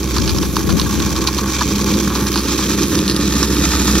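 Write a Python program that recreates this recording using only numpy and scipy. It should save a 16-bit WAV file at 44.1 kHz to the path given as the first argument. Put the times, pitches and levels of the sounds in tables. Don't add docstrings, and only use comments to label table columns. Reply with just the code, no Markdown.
import sys
import numpy as np
from scipy import signal
from scipy.fft import rfft, irfft, next_fast_len
from scipy.io import wavfile
from scipy.ndimage import map_coordinates

SR = 44100
rng = np.random.default_rng(int(sys.argv[2]) if len(sys.argv) > 2 else 0)


def persist_wave(psi):
    counts = np.round(np.clip(psi, -1, 1) * 32767).astype(np.int16)
    wavfile.write(sys.argv[1], SR, np.atleast_2d(counts).T)


N = 176400


def broom():
    clumps = 1.96 * np.tanh(drift(hz=65) / 1.11) * (1 - 0.13 * nearness())
    load = clumps + 0.58 * drift(hz=11)
    return rattle(load) + scratch(load) + hiss(clumps)


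# t/s, level/dB
RATTLE_LEVEL = [(0, -32.5), (.18, -30), (.5, -32.5), (1.15, -28), (1.75, -29), (2.15, -29.5), (2.45, -27),
                (3.15, -27.5), (4, -24.5)]
# f/Hz, level/dB
RATTLE_FAR = [(650, -41.5), (730, -21.5), (860, -5), (980, -12.5), (1100, 1), (1250, -9.5), (1630, -10),
              (2020, -17.5), (2150, -24.5)]
RATTLE_NEAR = [(650, -5.5), (760, -9.5), (880, 0), (1010, -3.5), (1220, 4.5), (1580, -4), (1850, 1),
               (2150, -15.5)]
def rattle(load):
    hits = impacts(per_s=900, spread_db=1.5, blur=0.62) * from_db(2 * load)
    hood = approaching(hits, RATTLE_FAR, RATTLE_NEAR)
    return from_db(in_time(RATTLE_LEVEL)[0] - 1.23) * place(hood, scatter=0.19)


# t/s, level/dB
GRIT_LEVEL = [(0, -27), (.2, -25.5), (.34, -26.5), (.5, -28.5), (.85, -27.5), (.96, -25), (1.18, -25),
              (1.31, -27.5), (1.35, -21.5), (1.45, -29), (1.54, -22), (1.8, -24), (2.19, -25), (2.25, -29),
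              (2.28, -24), (2.43, -25), (2.5, -20.5), (2.62, -22.5), (2.77, -22), (3.02, -23.5),
              (3.14, -29.5), (3.25, -21), (3.37, -21.5), (3.49, -22), (3.57, -21), (4, -19)]
# f/Hz, level/dB
GRIT_FAR = [(2050, -9.5), (2380, 0.5), (2890, -10.5), (3150, -3.5), (4500, -3), (5100, -9), (5790, -1.5),
            (6580, -1), (7300, -1.5), (8200, -8.5)]
GRIT_NEAR = [(2050, -7), (2450, 3.5), (2890, -4.5), (3810, 4.5), (4620, 0.5), (5130, -2), (5860, 3),
             (6650, 4), (7470, -0.5), (8200, -11)]
def scratch(load):
    hits = impacts(per_s=2200, spread_db=4, blur=0.98) * from_db(1.88 * load + drift(hz=82))
    grains = approaching(hits, GRIT_FAR, GRIT_NEAR) + from_db(-12) * pings(load)
    spray = place(grains, scatter=0.53) + from_db(-6.5) * place(ticks(load), scatter=0.99)
    return from_db(in_time(GRIT_LEVEL)[0] - 1.5) * spray


def pings(load, base_per_s=330):
    struck = rng.random(N) < base_per_s / SR * from_db(3 * load)
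    clicks = struck * rng.standard_normal((3, N)) * uneven_sizes(N, spread_db=1.9, cap=3)
    pitches_hz = np.geomspace(3016, 6480, 20)
    chosen = rng.integers(0, len(pitches_hz), N)
    return rms_one(sum(ring(clicks * (chosen == k), hz, width_hz=86) for k, hz in enumerate(pitches_hz)))


# f/Hz, level/dB
TICK_COLOUR = [(900, 3), (1300, -10), (2050, -8), (2500, -5.5), (4200, -5.5), (5900, 2.5), (7500, -4.5),
               (9000, -14), (12000, -10.5), (15500, -11)]
def ticks(load, base_per_s=70, scuff_s=0.0007):
    struck = rng.random(N) < base_per_s / SR * from_db(2.2 * load)
    hits = struck * uneven_sizes(N, spread_db=2.2, cap=2)
    contact = signal.lfilter([1], [1, -np.exp(-1 / (scuff_s * SR))], hits + 1e-18)
    scuffs = colour(contact * rng.standard_normal((3, N)), TICK_COLOUR)
    return rms_one(scuffs) * from_db(-5 * nearness())


# t/s, level/dB
HISS_LEVEL = [(0, -36.5), (.56, -33), (1.3, -35.5), (2.25, -32.5), (2.5, -33), (2.9, -30.5), (3.05, -35.5),
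              (3.4, -31), (4, -28.5)]
# f/Hz, level/dB
HISS_FAR = [(7800, -10), (8300, -7), (9500, 1.5), (10900, 2.5), (12600, 4.5), (13900, -1), (15600, -7)]
HISS_NEAR = [(7400, -22), (7900, -16), (8500, 2.5), (9500, 1.5), (10900, 8), (12600, 3.5), (13900, 0),
             (15600, -10)]
def hiss(clumps):
    hits = impacts(per_s=16000, spread_db=3.2, blur=0.82) * from_db(1.4 * clumps)
    sand = approaching(hits, HISS_FAR, HISS_NEAR)
    return from_db(in_time(HISS_LEVEL)[0] - 1) * place(sand, scatter=4)


# t/s, clank level/dB, crack level/dB, clatter fade time/s, stone's pitch f/Hz
STONE_HITS = [(0.165, -18, -22, 0.0058, 4150), (0.183, -21, -21, .005, 4500), (.277, -19, -19, 0.011, 4280),
              (.294, -26, -20, 0.007, 4500), (.362, -25, -32, .004, 4300), (0.385, -24, -23.5, .004, 5750),
              (.430, -21.5, -22, 0.015, 3740), (.567, -14, -19.5, 0.0035, 4400),
              (0.692, -14.5, -25.5, 0.01, 4160), (0.704, -40, -25.5, 0.0032, 4260),
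              (.797, -22, -16.5, 0.0034, 4100), (.815, -31, -19.5, .006, 4100),
              (.860, -22, -31, 0.0031, 4500), (1.001, -33, -23, 0.0021, 3950),
              (1.164, -21.5, -25, 0.0096, 4500), (1.273, -27, -14, 0.0064, 4200),
              (1.285, -17.5, -23, 0.0049, 4600), (1.385, -16, -22.5, 0.0066, 4260),
              (1.609, -21, -21, 0.0034, 4260), (1.612, -11.5, -37, 0.007, 5650),
              (1.940, -24, -25, .006, 4452), (2.074, -21, -51, 0.0026, 4240),
              (2.102, -15.5, -28, 0.045, 4000), (2.153, -17, -22.5, 0.022, 4430),
              (2.269, -25, -23, 0.0016, 5740), (2.341, -24, -22.5, 0.0083, 4400),
              (2.358, -17.5, -19.5, 0.0088, 4260), (2.376, -21, -18, 0.027, 4500),
              (2.591, -17.5, -25, 0.021, 4200), (2.832, -27, -20, 0.0029, 5860),
              (2.953, -24, -21, 0.0057, 5670), (2.990, -24.5, -18, 0.0018, 3780),
              (3.079, -30, -17, 0.015, 4200), (3.098, -38, -16, 0.036, 4600),
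              (3.164, -48, -18.5, .004, 4670), (3.429, -20, -18.5, 0.0033, 5450)]
# f/Hz, level/dB
CLANK_COLOUR = [(500, -18), (700, -7), (880, 0.5), (1100, 8.5), (1260, 3.5), (1450, 0), (1750, -2),
                (2100, -38.5)]
CRACK_COLOUR = [(2000, -19.5), (2500, 2.5), (3300, -4.5), (4300, 2.5), (5100, -7), (5900, -1), (7500, -17),
                (9000, -5), (11500, -11), (15500, -37)]
def stones():
    clank, crack, tone = np.zeros((3, 3, N + SR))
    age = np.arange(SR // 10) / SR
    for start_s, clank_db, crack_db, fade_s, hz in STONE_HITS:
        clatter = rng.standard_normal((3, len(age))) ** 3 * np.exp(-age / fade_s)
        clatter /= np.linalg.norm(clatter, axis=1, keepdims=True)
        clatter[:, 0] += 0.6
        clatter *= np.sqrt(0.0029 * SR)
        span = slice(int(start_s * SR), int(start_s * SR) + len(age))
        clank[:, span] += from_db(clank_db - 0.5) * clatter
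        crack[:, span] += from_db(crack_db - 1) * clatter
        tone[:, span] += from_db(crack_db - 1) * ring(clatter, hz, width_hz=560)
    hood = place(colour(clank, CLANK_COLOUR), scatter=0.06)
    return hood + place(colour(crack, CRACK_COLOUR) + tone[:, :N], scatter=0.54)


# t/s, level/dB
RUMBLE_LEVEL = [(0, -23.5), (.17, -22.5), (.8, -23), (1.2, -23), (1.55, -23), (1.72, -21.5), (1.97, -17),
                (2.08, -21.5), (2.2, -18.5), (2.45, -21), (2.68, -18.5), (2.8, -19), (2.98, -17),
                (3.07, -21), (3.25, -17.5), (3.45, -21.5), (3.57, -18), (3.75, -20.5), (4, -19)]
# f/Hz, level/dB
RUMBLE_FAR = [(80, 2), (100, -5.5), (125, -5), (155, -8), (205, 2.5), (250, -8.5), (285, -3), (330, 1.5),
              (365, -9), (420, -8.5), (465, -14), (550, -14.5), (630, -27.5), (720, -25)]
RUMBLE_NEAR = [(80, 8), (100, -37.5), (125, -4.5), (155, -2.5), (180, 1), (210, 2), (250, -6.5), (285, 1),
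               (330, 1), (365, -6), (420, -6.5), (465, -12.5), (550, -13.5), (630, -27.5), (720, -38)]
# f/Hz, width/Hz, level/dB compared with the knocking
HOOD_NOTES = [(203.3, 12.2, -7.5), (333.7, 18.8, -14)]
def rumble(firings):
    throb = 1 + 0.33 * np.cos(2 * np.pi * firings)
    knocks = impacts(per_s=500, spread_db=3.1, blur=0.43) * throb
    bass_cut = signal.butter(2, 78, "high", fs=SR, output="sos")
    body = rms_one(signal.sosfilt(bass_cut, approaching(knocks, RUMBLE_FAR, RUMBLE_NEAR)))
    for hz, width_hz, db in HOOD_NOTES:
        boom = ring(rng.standard_normal((3, N)), hz, width_hz)
        body += from_db(db) * rms_one(ring(boom, hz, 4 * width_hz))
    return from_db(in_time(RUMBLE_LEVEL)[0] + 0.56) * place(body, scatter=0.17)


# t/s, firing rate f/Hz, level/dB
DIESEL_RUN = [(0.0, 65.8, -23), (0.1, 63.37, -20), (0.67, 63.43, -24.5), (0.93, 65.4, -23.5),
              (2.57, 65.17, -23.5), (2.99, 65.34, -29), (3.37, 65.56, -20), (3.88, 65.4, -18),
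              (3.9, 64.56, -17)]
# multiple of the firing rate, level/dB
OVERTONES = [(1.5, -16), (2, -11.5), (3, -16.5), (4, -19.5), (4.5, -10.5), (5, -16), (6, -13.5)]
def diesel():
    firing_hz, level_db = in_time(DIESEL_RUN)
    firings = np.cumsum(firing_hz) / SR
    drone = from_db(level_db - 1.5 - 0.4 * drift(hz=12)) * np.sin(2 * np.pi * firings)
    for multiple, db in OVERTONES:
        wavering = from_db(level_db.mean() + db + 1.5 * drift(hz=0.84))
        phase = 2 * np.pi * (multiple * firings + rng.random()) + 0.5 * drift(hz=11.4)
        drone += wavering * np.sin(phase)
    return np.sqrt(2) * drone, firings


# t/s, level/dB
GUST_LEVEL = [(0, -50), (.08, -40), (.14, -24), (.22, -17), (.29, -19.5), (.36, -16.5), (.45, -19),
              (.52, -26), (.63, -22), (.68, -11), (.73, -10.5), (.79, -18), (.87, -18), (.92, -24.5),
              (.98, -15.5), (1.08, -22), (1.22, -25), (1.4, -37), (1.6, -70)]
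# f/Hz, level/dB
GUST_COLOUR = [(20, -28), (45, -17), (85, 1.5), (130, -1.5), (200, -1.5), (300, -8.5), (450, -12.5),
               (620, -24.5), (900, -33)]
def wind():
    swirl = rms_one(colour(rng.standard_normal((1, N)), GUST_COLOUR))
    left = swirl * from_db(in_time(GUST_LEVEL)[0] + 0.69 * drift(hz=23))
    return np.vstack([left, np.zeros((1, N))])


# f/Hz, level/dB
OUTDOOR_COLOUR = [(18, -11), (35, -21), (50, -16), (80, -4)]
def outdoors():
    return from_db(-39.5) * place(colour(rng.standard_normal((3, N)), OUTDOOR_COLOUR), scatter=0.36)


# f/Hz, level/dB
LEFT_LOUDER = [(60, -3), (130, -0.5), (210, -0.5), (330, -3.5), (500, -1.5), (770, 2), (1170, -1),
               (1790, 2.5), (2740, -1.5), (3400, 0.5), (4190, -0.5), (5200, -13), (6410, 0.5), (9810, -1.5),
               (15000, -8.5)]
# f/Hz, phase/rad
LEFT_AHEAD = [(20, 0), (1700, 0.26), (3400, -0.27), (4400, 0.46), (5700, -0.07), (7400, 3), (16000, 4)]
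def microphone_casing(x):
    size = next_fast_len(N + SR // 10)
    hz = np.arange(size // 2 + 1) * SR / size
    sides = np.array([[0.5], [-0.5]])
    gain = from_db(sides * np.interp(hz, *np.transpose(LEFT_LOUDER)))
    delay = np.exp(1j * sides * np.interp(hz, *np.transpose(LEFT_AHEAD)))
    return irfft(rfft(x, size) * gain * delay, size)[:, :N]


def nearness(from_s=1.72, by_s=3.66):
    return np.clip((np.arange(N) / SR - from_s) / (by_s - from_s), 0, 1)


def approaching(clicks, far, near):
    share = nearness()
    return rms_one((1 - share) * colour(clicks, far) + share * colour(clicks, near))


def place(streams, scatter, far_lag_s=3e-6, near_lag_s=36e-6):
    lag = SR * (far_lag_s + (near_lag_s - far_lag_s) * nearness())
    right = map_coordinates(streams[0], [np.arange(N) - lag], order=3)
    direct = np.array([streams[0], right])
    return (direct + scatter * streams[1:]) / np.sqrt(1 + scatter ** 2)


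def impacts(per_s, spread_db, blur):
    sizes = uneven_sizes((3, N), spread_db, cap=4) * rng.choice([-1, 1], (3, N))
    clicks = sizes * (rng.random((3, N)) < per_s / SR)
    return rms_one(rms_one(clicks) + blur * rng.standard_normal((3, N)))


def uneven_sizes(shape, spread_db, cap):
    return from_db(spread_db * np.minimum(rng.exponential(1, shape), cap))


def ring(x, hz, width_hz):
    r = np.exp(-np.pi * width_hz / SR)
    feedback = [1, -2 * r * np.cos(2 * np.pi * hz / SR), r * r]
    return signal.lfilter(np.sqrt((1 - r * r) / 2) * np.array([1, 0, -1]), feedback, x + 1e-18)


def colour(x, points, fall_db_per_octave=70):
    size = 8192
    octave = np.log2(np.maximum(np.arange(size // 2 + 1), 0.5) * SR / size)
    hz, db = np.transpose(points)
    beyond = np.abs(octave - np.clip(octave, np.log2(hz.min()), np.log2(hz.max())))
    shape_db = np.maximum(np.interp(octave, np.log2(hz), db) - fall_db_per_octave * beyond, -80)
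    cepstrum = irfft(np.log(from_db(shape_db)))
    cepstrum[1:size // 2] *= 2
    cepstrum[size // 2 + 1:] = 0
    response = irfft(np.exp(rfft(cepstrum)))
    return signal.fftconvolve(x, response[None] / np.linalg.norm(response), axes=1)[:, :N]


def drift(hz):
    step, warm_up = 40, 2000
    r = np.exp(-2 * np.pi * hz * step / SR)
    noise = rng.standard_normal(N // step + warm_up + 2)
    slow = signal.lfilter([1], [1, -2 * r, r * r], noise)[warm_up:]
    return np.interp(np.arange(N) / step, np.arange(len(slow)), rms_one(slow))


def in_time(rows):
    times, *columns = np.transpose(rows)
    return [np.interp(np.arange(N) / SR, times, column) for column in columns]


def from_db(db):
    return 10 ** (np.asarray(db) / 20)


def rms_one(x):
    return x / np.sqrt(np.mean(x ** 2) + 1e-20)


def scene():
    drone, firings = diesel()
    machine = broom() + stones() + rumble(firings) + drone
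    return microphone_casing(machine + outdoors()) + wind()


def record(dry):
    treble_cut = signal.ellip(12, 0.1, 80, 15800, fs=SR, output="sos")
    return signal.sosfilt(treble_cut, np.clip(dry, -1, 1))


dry = scene()
out = record(dry)
persist_wave(out)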